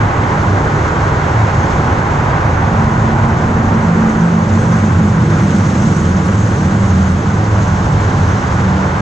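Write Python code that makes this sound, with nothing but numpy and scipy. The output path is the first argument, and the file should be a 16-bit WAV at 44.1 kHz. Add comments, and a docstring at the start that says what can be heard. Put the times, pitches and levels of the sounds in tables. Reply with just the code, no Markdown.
"""Truck on a highway overpass

Heard from below, traffic is a steady rumble of the concrete deck with tyre roar and hiss; a thin,
high sizzle surges above it. A heavy truck drones across overhead: the Doppler effect lowers its
engine tones as it passes, and echoes off the concrete interfere with them. Close by, fingers work
a fish hook into a soft lure. The camera's limiter holds the loud bass down."""
import sys
import numpy as np
from scipy import signal
from scipy.fft import rfft, irfft, next_fast_len
from scipy.io import wavfile
from scipy.ndimage import uniform_filter1d, minimum_filter1d

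SR = 44100
rng = np.random.default_rng(int(sys.argv[2]) if len(sys.argv) > 2 else 0)


def master(y):
    """Save y as 16-bit WAV."""
    cut = np.clip(np.atleast_2d(y).T, -1, 1)
    pcm = np.round(cut * 32767)  # scale
    wavfile.write(sys.argv[1], SR, pcm.astype(np.int16))


N = 397341
TIME = np.arange(N) / SR

# Noise spectra (frequency [Hz], relative spectral density [dB])
RUMBLE_SPECTRUM = [(8, -37.5), (28, -15.5), (44, -6.5), (66, -3.5), (82, -2), (102, 6.5), (122, -4),
                   (145, -1), (175, -4), (205, -13.5), (330, -25.5), (600, -61), (2000, -110)]
CAVITY_SPECTRUM = [(120, -6), (220, 1.5), (320, 2.5), (430, 0.5), (560, -3.5), (700, -8.5), (1000, -23.5),
                   (2000, -64), (6000, -110)]
ROAR_SPECTRUM = [(100, -48.5), (560, -1), (800, -5), (1050, 0), (1300, -1.5), (1510, -1), (1750, -5),
                 (2050, -8.5), (2600, -18.5), (3500, -25.5), (6000, -39), (14000, -70.5)]
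TREAD_SPECTRUM = [(200, -73), (600, -23), (700, -5.5), (790, 0.5), (880, -2), (980, -1), (1120, -7),
                  (1400, -22), (4000, -74.5)]
HISS_SPECTRUM = [(800, -32), (2600, 1), (3700, -1.5), (5000, -4.5), (5600, -2), (6350, -2), (7300, -6),
                 (8100, -17.5), (9200, -24.5), (10300, -34), (11200, -46), (13500, -44.5), (15000, -55.5)]
SIZZLE_SPECTRUM = [(2000, -59.5), (5300, -12.5), (6000, 1), (6400, 1), (7400, -4.5), (8200, -12),
                   (10000, -25.5), (11500, -39), (14000, -41)]
EXHAUST_SPECTRUM = [(50, -40.5), (95, -9), (125, -5.5), (165, 0.5), (205, 1), (250, -12.5), (330, -18.5),
                    (520, -24), (900, -55.5), (3000, -110)]
# Likeness of the two microphone ports (frequency [Hz], coherence [0-1])
PORT_COHERENCE = [(60, .996), (300, .985), (500, .89), (700, .57), (1250, .35), (1600, .74), (2000, .15),
                  (2900, .6), (4200, .74), (5100, .42), (6000, .45), (6400, .96), (9000, .86)]
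# Lead of the left port (frequency [Hz], phase [rad])
PORT_LEAD = [(60, 0), (520, .05), (860, 1.1), (1460, 1.35), (1850, 2.0), (2200, .6), (2900, -.2),
             (4000, -.05), (5600, -.3), (6400, 0)]
# Left port minus right (frequency [Hz], level [dB])
PORT_BALANCE = [(60, 0), (180, -1.5), (310, -2.5), (540, -3), (950, -2.5), (1640, -0.3), (4000, -0.1),
                (8500, -0.5), (12000, 0)]
# Envelopes of deck rumble, low mids below it, tyre roar and tread ring (time [s], relative level [dB])
RUMBLE_ENVELOPE = [(0, -28), (1.9, -28.5), (3.3, -26.5), (4.3, -32.5), (5.6, -33), (7.6, -31), (8.3, -27),
                   (9, -31.5)]
CAVITY_ENVELOPE = [(0, -22), (0.75, -20.5), (1.45, -23), (1.8, -20.5), (2.3, -23.5), (3.7, -21), (5.5, -24),
                   (6.8, -25), (9, -24)]
ROAR_ENVELOPE = [(0, -20.5), (1.7, -20.5), (2.3, -20.5), (3.4, -22.5), (4.1, -22), (4.4, -24.5), (4.8, -23),
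                 (5.08, -25), (5.38, -23), (5.7, -24.8), (6.85, -24.5), (7.12, -25.5), (7.8, -23.5),
                 (9, -22.5)]
TREAD_ENVELOPE = [(0, -19), (2.2, -19), (3.3, -19), (4.1, -23), (4.5, -24), (6, -27), (7.1, -26.5),
                  (7.6, -22.5), (9, -22)]
# Swells of road hiss and brief surges of a thin, high sizzle
# (time [s], half-length [s], relative hiss [dB], relative sizzle [dB])
HISS_SWELLS = [(1.15, 0.8, -42, -52.5), (1.75, 0.082, -42.5, -49.5), (4.082, .07, -54, -45),
               (4.68, .2, -45, -42), (5.479, .13, -42.5, -42.5), (5.821, 0.28, -40.5, -39),
               (6.56, .13, -44, -41.5), (6.9, .17, -44.5, -42), (7.67, .13, -48.5, -45.5),
               (8.25, 0.69, -39.5, -49)]
# Engines ahead of the truck (start [s], end [s], first pitch [Hz], last pitch [Hz], level [dB])
FAR_ENGINES = [(0.31, 0.51, 210, 179, -20), (0.73, 3.07, 82, 78, -23), (0.038, 3.9, 150, 131, -25.5),
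               (1.263, 1.46, 120, 103, -15)]
# Ticks of the hook (time [s], relative level [dB])
HOOK_TICKS = [(5.2077, -42), (6.2596, -29), (6.9762, -42)]
# Finger strokes on the lure (time [s], half-length [s], relative level [dB])
LURE_RUBS = [(0.71, 0.22, -63), (5.4, .14, -59), (5.93, .1, -58), (6.28, .045, -49), (6.65, .22, -60)]
# Strong harmonics of the crank (order [-], full at [s], relative level [dB], rise [dB/s], fade [dB/s])
STRONG_ORDERS = [(4, 4.96, -21.5, 14, 0.5), (5, 4.63, -22, 14, 0.4), (7, 3.9, -21, 40, 0.7),
                 (9, 2.75, -22, 60, 0.2)]
# Weak harmonics of the crank (order [-], relative level [dB])
WEAK_ORDERS = [(2, -12.5), (3, -10), (10, -0.5), (12, -2.5), (14, -7), (15, -5), (21, -7.5), (26, -15)]
# The hollow under the deck boosts or cancels a harmonic (time [s], half-length [s], order [-], gain [dB])
CAVITY_BOOMS = [(1.9, 0.21, 9, 5), (2.76, .05, 9, 0.5), (2.97, .13, 9, -2), (3.25, 0.27, 5, 8),
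                (3.37, 0.047, 9, -12), (3.653, 0.2, 4, 4), (3.903, 0.072, 7, 7.5), (3.649, 0.051, 9, 2.5),
                (4.08, 0.1, 9, 5.5), (4.128, 0.03, 7, -18), (4.253, 0.077, 7, 10.5), (4.39, 0.067, 7, 3.5),
                (4.4, 0.04, 5, 2), (4.5, 0.031, 7, -11), (4.54, .08, 4, 11), (4.73, 0.034, 4, -15),
                (4.94, 0.044, 4, 4.5), (5.25, .17, 4, -3.5), (5.72, .1, 4, 2), (5.97, .12, 7, 4),
                (6.68, .05, 7, 5.5), (4.38, 0.064, 9, 3), (5.05, .12, 9, 2), (4.78, .09, 7, 3),
                (5.373, 0.17, 7, 5), (5.6, 0.33, 9, 3.5), (6.12, 0.15, 4, 6.5), (6.147, 0.14, 9, 7),
                (6.44, .1, 5, 7), (6.663, 0.11, 9, 5.5), (6.82, 0.099, 5, 8.5), (6.996, 0.14, 9, 9.5),
                (7.0, .08, 4, 11), (7.12, .12, 5, -6), (7.55, 0.18, 5, 7), (7.95, .07, 7, 5),
                (8.717, 0.076, 9, 7.5), (3.55, 0.31, 10, 11.5), (5.52, .07, 12, 7), (6.66, 0.15, 12, 4),
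                (8.3, .4, 12, 6), (5.35, .13, 15, 7), (6.202, .4, 15, 7.5), (7.487, 0.095, 15, 9.5)]

CRANK_HZ, SOUND_M_PER_S = 22.9, 343
NEAREST_S, SPEED_M_PER_S, DISTANCE_M = 5.12, 28.8, 20  # the truck's straight path
ECHO_COMING, ECHO_OVERHEAD, ECHO_GOING = 0.14, 0.42, 0.58  # echo share of its power, booms aside


def amp(db):
    """Decibels to amplitude ratio."""
    return 10 ** (np.asarray(db) / 20)


def unit_rms(x):
    """Normalisation to rms 1."""
    return x / np.sqrt(np.mean(abs(x) ** 2) + 1e-20)


def pan(balance_db):
    """Amplitude panning: two gains, with the left balance_db above the right."""
    return amp(np.array([[balance_db], [-balance_db]]) / 2)


def at_hz(table, hz):
    """Interpolation on a log-frequency axis."""
    knots_hz, values = np.transpose(table)
    return np.interp(np.log(hz + 1), np.log(knots_hz), values)


def at_times(table):
    """Linear interpolation of an envelope at every sample."""
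    return np.interp(TIME, *np.transpose(table))


def hump(s, half_s):
    """A Gaussian swell of height 1."""
    return np.exp(-((TIME - s) / half_s) ** 2)


def drift(rate_hz):
    """Random modulation: noise of rms 1, low-passed at rate_hz."""
    hz = np.fft.rfftfreq(2048, TIME[-1] / 2048)
    slow = irfft(rfft(rng.standard_normal(2048)) / (1 + (hz / rate_hz) ** 4))
    return unit_rms(np.interp(TIME, np.linspace(0, TIME[-1], len(slow)), slow))


def port_noise(spectrum):
    """Spatial coherence: noise at two ports is alike where the wavelength far exceeds their spacing."""
    size = next_fast_len(N)
    hz = np.fft.rfftfreq(size, 1 / SR)
    a, b, c, d = rng.standard_normal((4, len(hz)))
    left, independent = a + 1j * b, c + 1j * d
    coherence = at_hz(PORT_COHERENCE, hz)
    right = coherence * left + np.sqrt(1 - coherence ** 2) * independent
    right *= np.exp(-1j * at_hz(PORT_LEAD, hz))
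    tilt = amp(at_hz(PORT_BALANCE, hz) / 2)
    pair = irfft(np.array([left * tilt, right / tilt]) * amp(at_hz(spectrum, hz)), size)[:, :N]
    return pair / np.std(pair.mean(axis=0))


def noise_band(spectrum, level_db, flutter_db, flutter_hz):
    """Amplitude modulation: a band flutters, as road noise does when wheels cross uneven pavement."""
    return port_noise(spectrum) * amp(level_db + flutter_db * drift(flutter_hz))


def flecked(x, depth_db):
    """Random gain in time and frequency breaks noise into flecks about 50 ms by 400 Hz."""
    bins = signal.stft(x, nperseg=512, noverlap=384)[2]
    patches = uniform_filter1d(rng.standard_normal(bins.shape[1:]), size=5, axis=0)
    patches = uniform_filter1d(patches, size=16, axis=1)
    bins *= unit_rms(amp(depth_db * unit_rms(patches)))
    return signal.istft(bins, nperseg=512, noverlap=384)[1][:, :N]


def hiss_swells(hiss_floor_db=-43.5, sizzle_floor_db=-48):
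    """Power addition: road hiss swells and a thin sizzle surges above steady floors; returns dB."""
    power = amp([[hiss_floor_db], [sizzle_floor_db]]) ** 2
    for s, half_s, hiss_db, sizzle_db in HISS_SWELLS:
        power = power + amp([[hiss_db], [sizzle_db]]) ** 2 / (1 + ((TIME - s) / half_s) ** 2)
    return 10 * np.log10(power)


def traffic_and_sizzle():
    """Incoherent sum: deck rumble, the boom below it, tyre roar, ring and hiss, and a high sizzle."""
    hiss_db, sizzle_db = hiss_swells()
    rumble = noise_band(RUMBLE_SPECTRUM, at_times(RUMBLE_ENVELOPE) + 12, flutter_db=0.14, flutter_hz=3.7)
    cavity = noise_band(CAVITY_SPECTRUM, at_times(CAVITY_ENVELOPE) - 0.5, flutter_db=0.63, flutter_hz=16)
    roar = noise_band(ROAR_SPECTRUM, at_times(ROAR_ENVELOPE) - 1.43, flutter_db=0.73, flutter_hz=28)
    hiss = noise_band(HISS_SPECTRUM, hiss_db + 0.38, flutter_db=0.94, flutter_hz=36)
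    tread = noise_band(TREAD_SPECTRUM, at_times(TREAD_ENVELOPE) - 5, flutter_db=0.4, flutter_hz=8.1)
    sizzle = noise_band(SIZZLE_SPECTRUM, sizzle_db - 1, flutter_db=0.7, flutter_hz=13)
    return rumble + cavity + roar + hiss + tread + flecked(sizzle, depth_db=3)


def far_engines(waver=0.0119, beat_depth=0.78):
    """Multipath interference: each hum fades in and out, beating with its own echoes."""
    out = np.zeros(N)
    for start, end, first_hz, last_hz, db in FAR_ENGINES:
        progress = np.clip((TIME - start) / (end - start), 0, 1)
        hz = (first_hz + (last_hz - first_hz) * progress) * (1 + waver * drift(2.83))
        beats = 1 + beat_depth * (drift(4.3) + 1j * drift(2.9))
        tone = beats * np.exp(2j * np.pi * np.cumsum(hz) / SR)
        out += amp(db) * np.sqrt(4 * progress * (1 - progress)) * unit_rms(tone.real)
    return out


def hook_and_lure(decay_s=0.004, slips_per_s=3000, clump_db=2, holding_db=-77):
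    """Stick-slip friction of fingers on the lure, and faint impacts of the wire hook on a nail."""
    ticks = sum(amp(db) * (TIME >= s) * np.exp(-abs(TIME - s) / decay_s) for s, db in HOOK_TICKS)
    slips = rng.standard_normal(N) * (rng.random(N) < slips_per_s / SR)
    strokes = amp(holding_db) + sum(amp(db) * hump(s, half_s) for s, half_s, db in LURE_RUBS)
    rubbing = strokes * unit_rms(slips * amp(clump_db * drift(25)))
    rub_band = signal.butter(2, [6000, 9500], "bandpass", fs=SR, output="sos")
    wire_band = signal.butter(3, [7000, 9400], "bandpass", fs=SR, output="sos")
    ticking = signal.sosfilt(wire_band, ticks * rng.standard_normal(N))
    return (ticking + signal.sosfilt(rub_band, rubbing)) * pan(-5)


def bearing(t):
    """Pass-by geometry: the truck's nearness (1 overhead) and direction (-1 coming, 1 going)."""
    along_m = SPEED_M_PER_S * (t - NEAREST_S)
    range_m = np.hypot(along_m, DISTANCE_M)
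    return DISTANCE_M / range_m, along_m / range_m


def truck_exhaust(peak_db=-20, linger_s=0.92, falloff=1.32):
    """Spreading loss: exhaust roar under the deck follows the truck's nearness, lingering behind it."""
    near = bearing(TIME - linger_s)[0]
    return port_noise(EXHAUST_SPECTRUM) * amp(peak_db) * near ** falloff


def crank_angle(lead_s, waver):
    """Doppler effect: crank phase as heard from the truck or an image source passing lead_s earlier."""
    direction = bearing(TIME + lead_s)[1]
    hz = CRANK_HZ * (1 - direction * SPEED_M_PER_S / SOUND_M_PER_S)
    return 2 * np.pi * np.cumsum(hz * (1 + waver * drift(3.07))) / SR


def order_levels(overhead_db=6, screened_db=-6, weak_db=-27.5, falloff=0.67, rear_db=4):
    """Screening and directivity: strong orders emerge from behind the deck; weak ones beam rearward."""
    near, direction = bearing(TIME)
    levels = []
    for order, full_s, db, rise, fade in STRONG_ORDERS:
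        emerging_db = np.clip(rise * (TIME - full_s), screened_db + 10 * np.log10(near), 0)
        faded_db = fade * np.maximum(TIME - full_s, 0)
        levels.append((order, db + emerging_db - faded_db + overhead_db * near))
    passage_db = weak_db + falloff * 20 * np.log10(near) + rear_db * direction
    return levels + [(order, db + passage_db) for order, db in WEAK_ORDERS]


def wall_beat(depth, beat_hz=3.3, wander=0.357):
    """Two-path interference: a tone swells and dips against its echo off the nearest wall."""
    turns = np.cumsum(beat_hz * (1 + wander * drift(1.506))) / SR + rng.random()
    return (1 + depth * np.exp(2j * np.pi * turns)) / np.sqrt(1 + depth ** 2)


def truck_engine(waver=0.004, echo_waver=0.00899, spread_s=1.1, echo_count=12, wall_echo=0.42):
    """Superposition: harmonics arrive directly and off the concrete, each echo with its Doppler shift."""
    echo_share = np.interp(bearing(TIME)[1], [-1, 0, 1], [ECHO_COMING, ECHO_OVERHEAD, ECHO_GOING])
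    direct = crank_angle(0, waver)
    # walls ahead and behind keep returning the approaching and the receding pitch
    leads_s = spread_s * np.sinh(np.linspace(-2, 1, echo_count))
    offsets = [(crank_angle(lead_s, echo_waver) - direct)[::20] for lead_s in leads_s]
    out = np.zeros(N)
    for order, db in order_levels():
        boom = amp(sum(gain * hump(s, half_s) for s, half_s, k, gain in CAVITY_BOOMS if k == order))
        echo_gain = np.sqrt(echo_share) / np.maximum(boom, 1)  # a boom lifts the tone clear of echoes
        beats = sum(np.exp(1j * (order * offset + 2 * np.pi * rng.random())) for offset in offsets)
        echoes = np.interp(TIME, TIME[::20], unit_rms(beats))
        arrival = np.sqrt(1 - echo_share) + echo_gain * echoes
        arrival /= np.sqrt(uniform_filter1d(abs(arrival) ** 2, size=SR // 6))  # keep only quick beats
        arrival *= wall_beat(wall_echo * echo_gain)
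        tone = np.exp(1j * (order * direct + 2 * np.pi * rng.random()))
        out += amp(db) * boom * np.sqrt(2) * (arrival * tone).real
    return out * pan(-1)


def scene():
    """Linear superposition of all sources at the two ports."""
    return traffic_and_sizzle() + far_engines() + truck_engine() + truck_exhaust() + hook_and_lure()


def bass_limiter(x, split_hz=330, ceiling_db=-3, recovery_db_per_s=50):
    """Split-band limiting: loud bass ducks at once and recovers steadily; the rest passes."""
    bass = signal.sosfiltfilt(signal.butter(3, split_hz, fs=SR, output="sos"), x)
    over_db = np.maximum(20 * np.log10(abs(bass).max(axis=0) + 1e-9) - ceiling_db, 0)
    recovery_db = TIME * recovery_db_per_s
    held_db = np.maximum.accumulate(over_db + recovery_db) - recovery_db
    gain_db = uniform_filter1d(minimum_filter1d(-held_db, size=240), size=240)
    return x - bass + bass * amp(gain_db)


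def record(dry):
    """The camera limits the bass, rounds stray peaks by soft saturation and limits the bandwidth."""
    drive_db, ceiling, edge_hz = 0.72, 0.97, 14900
    held = bass_limiter(dry * amp(drive_db)) * signal.windows.tukey(N, 0.001)
    rounded = held / (1 + (held / ceiling) ** 12) ** (1 / 12)
    lowpass = signal.firwin(511, edge_hz, window=("kaiser", 9), fs=SR)
    return signal.oaconvolve(rounded, lowpass[None], "same")


dry = scene()
out = record(dry)
master(out)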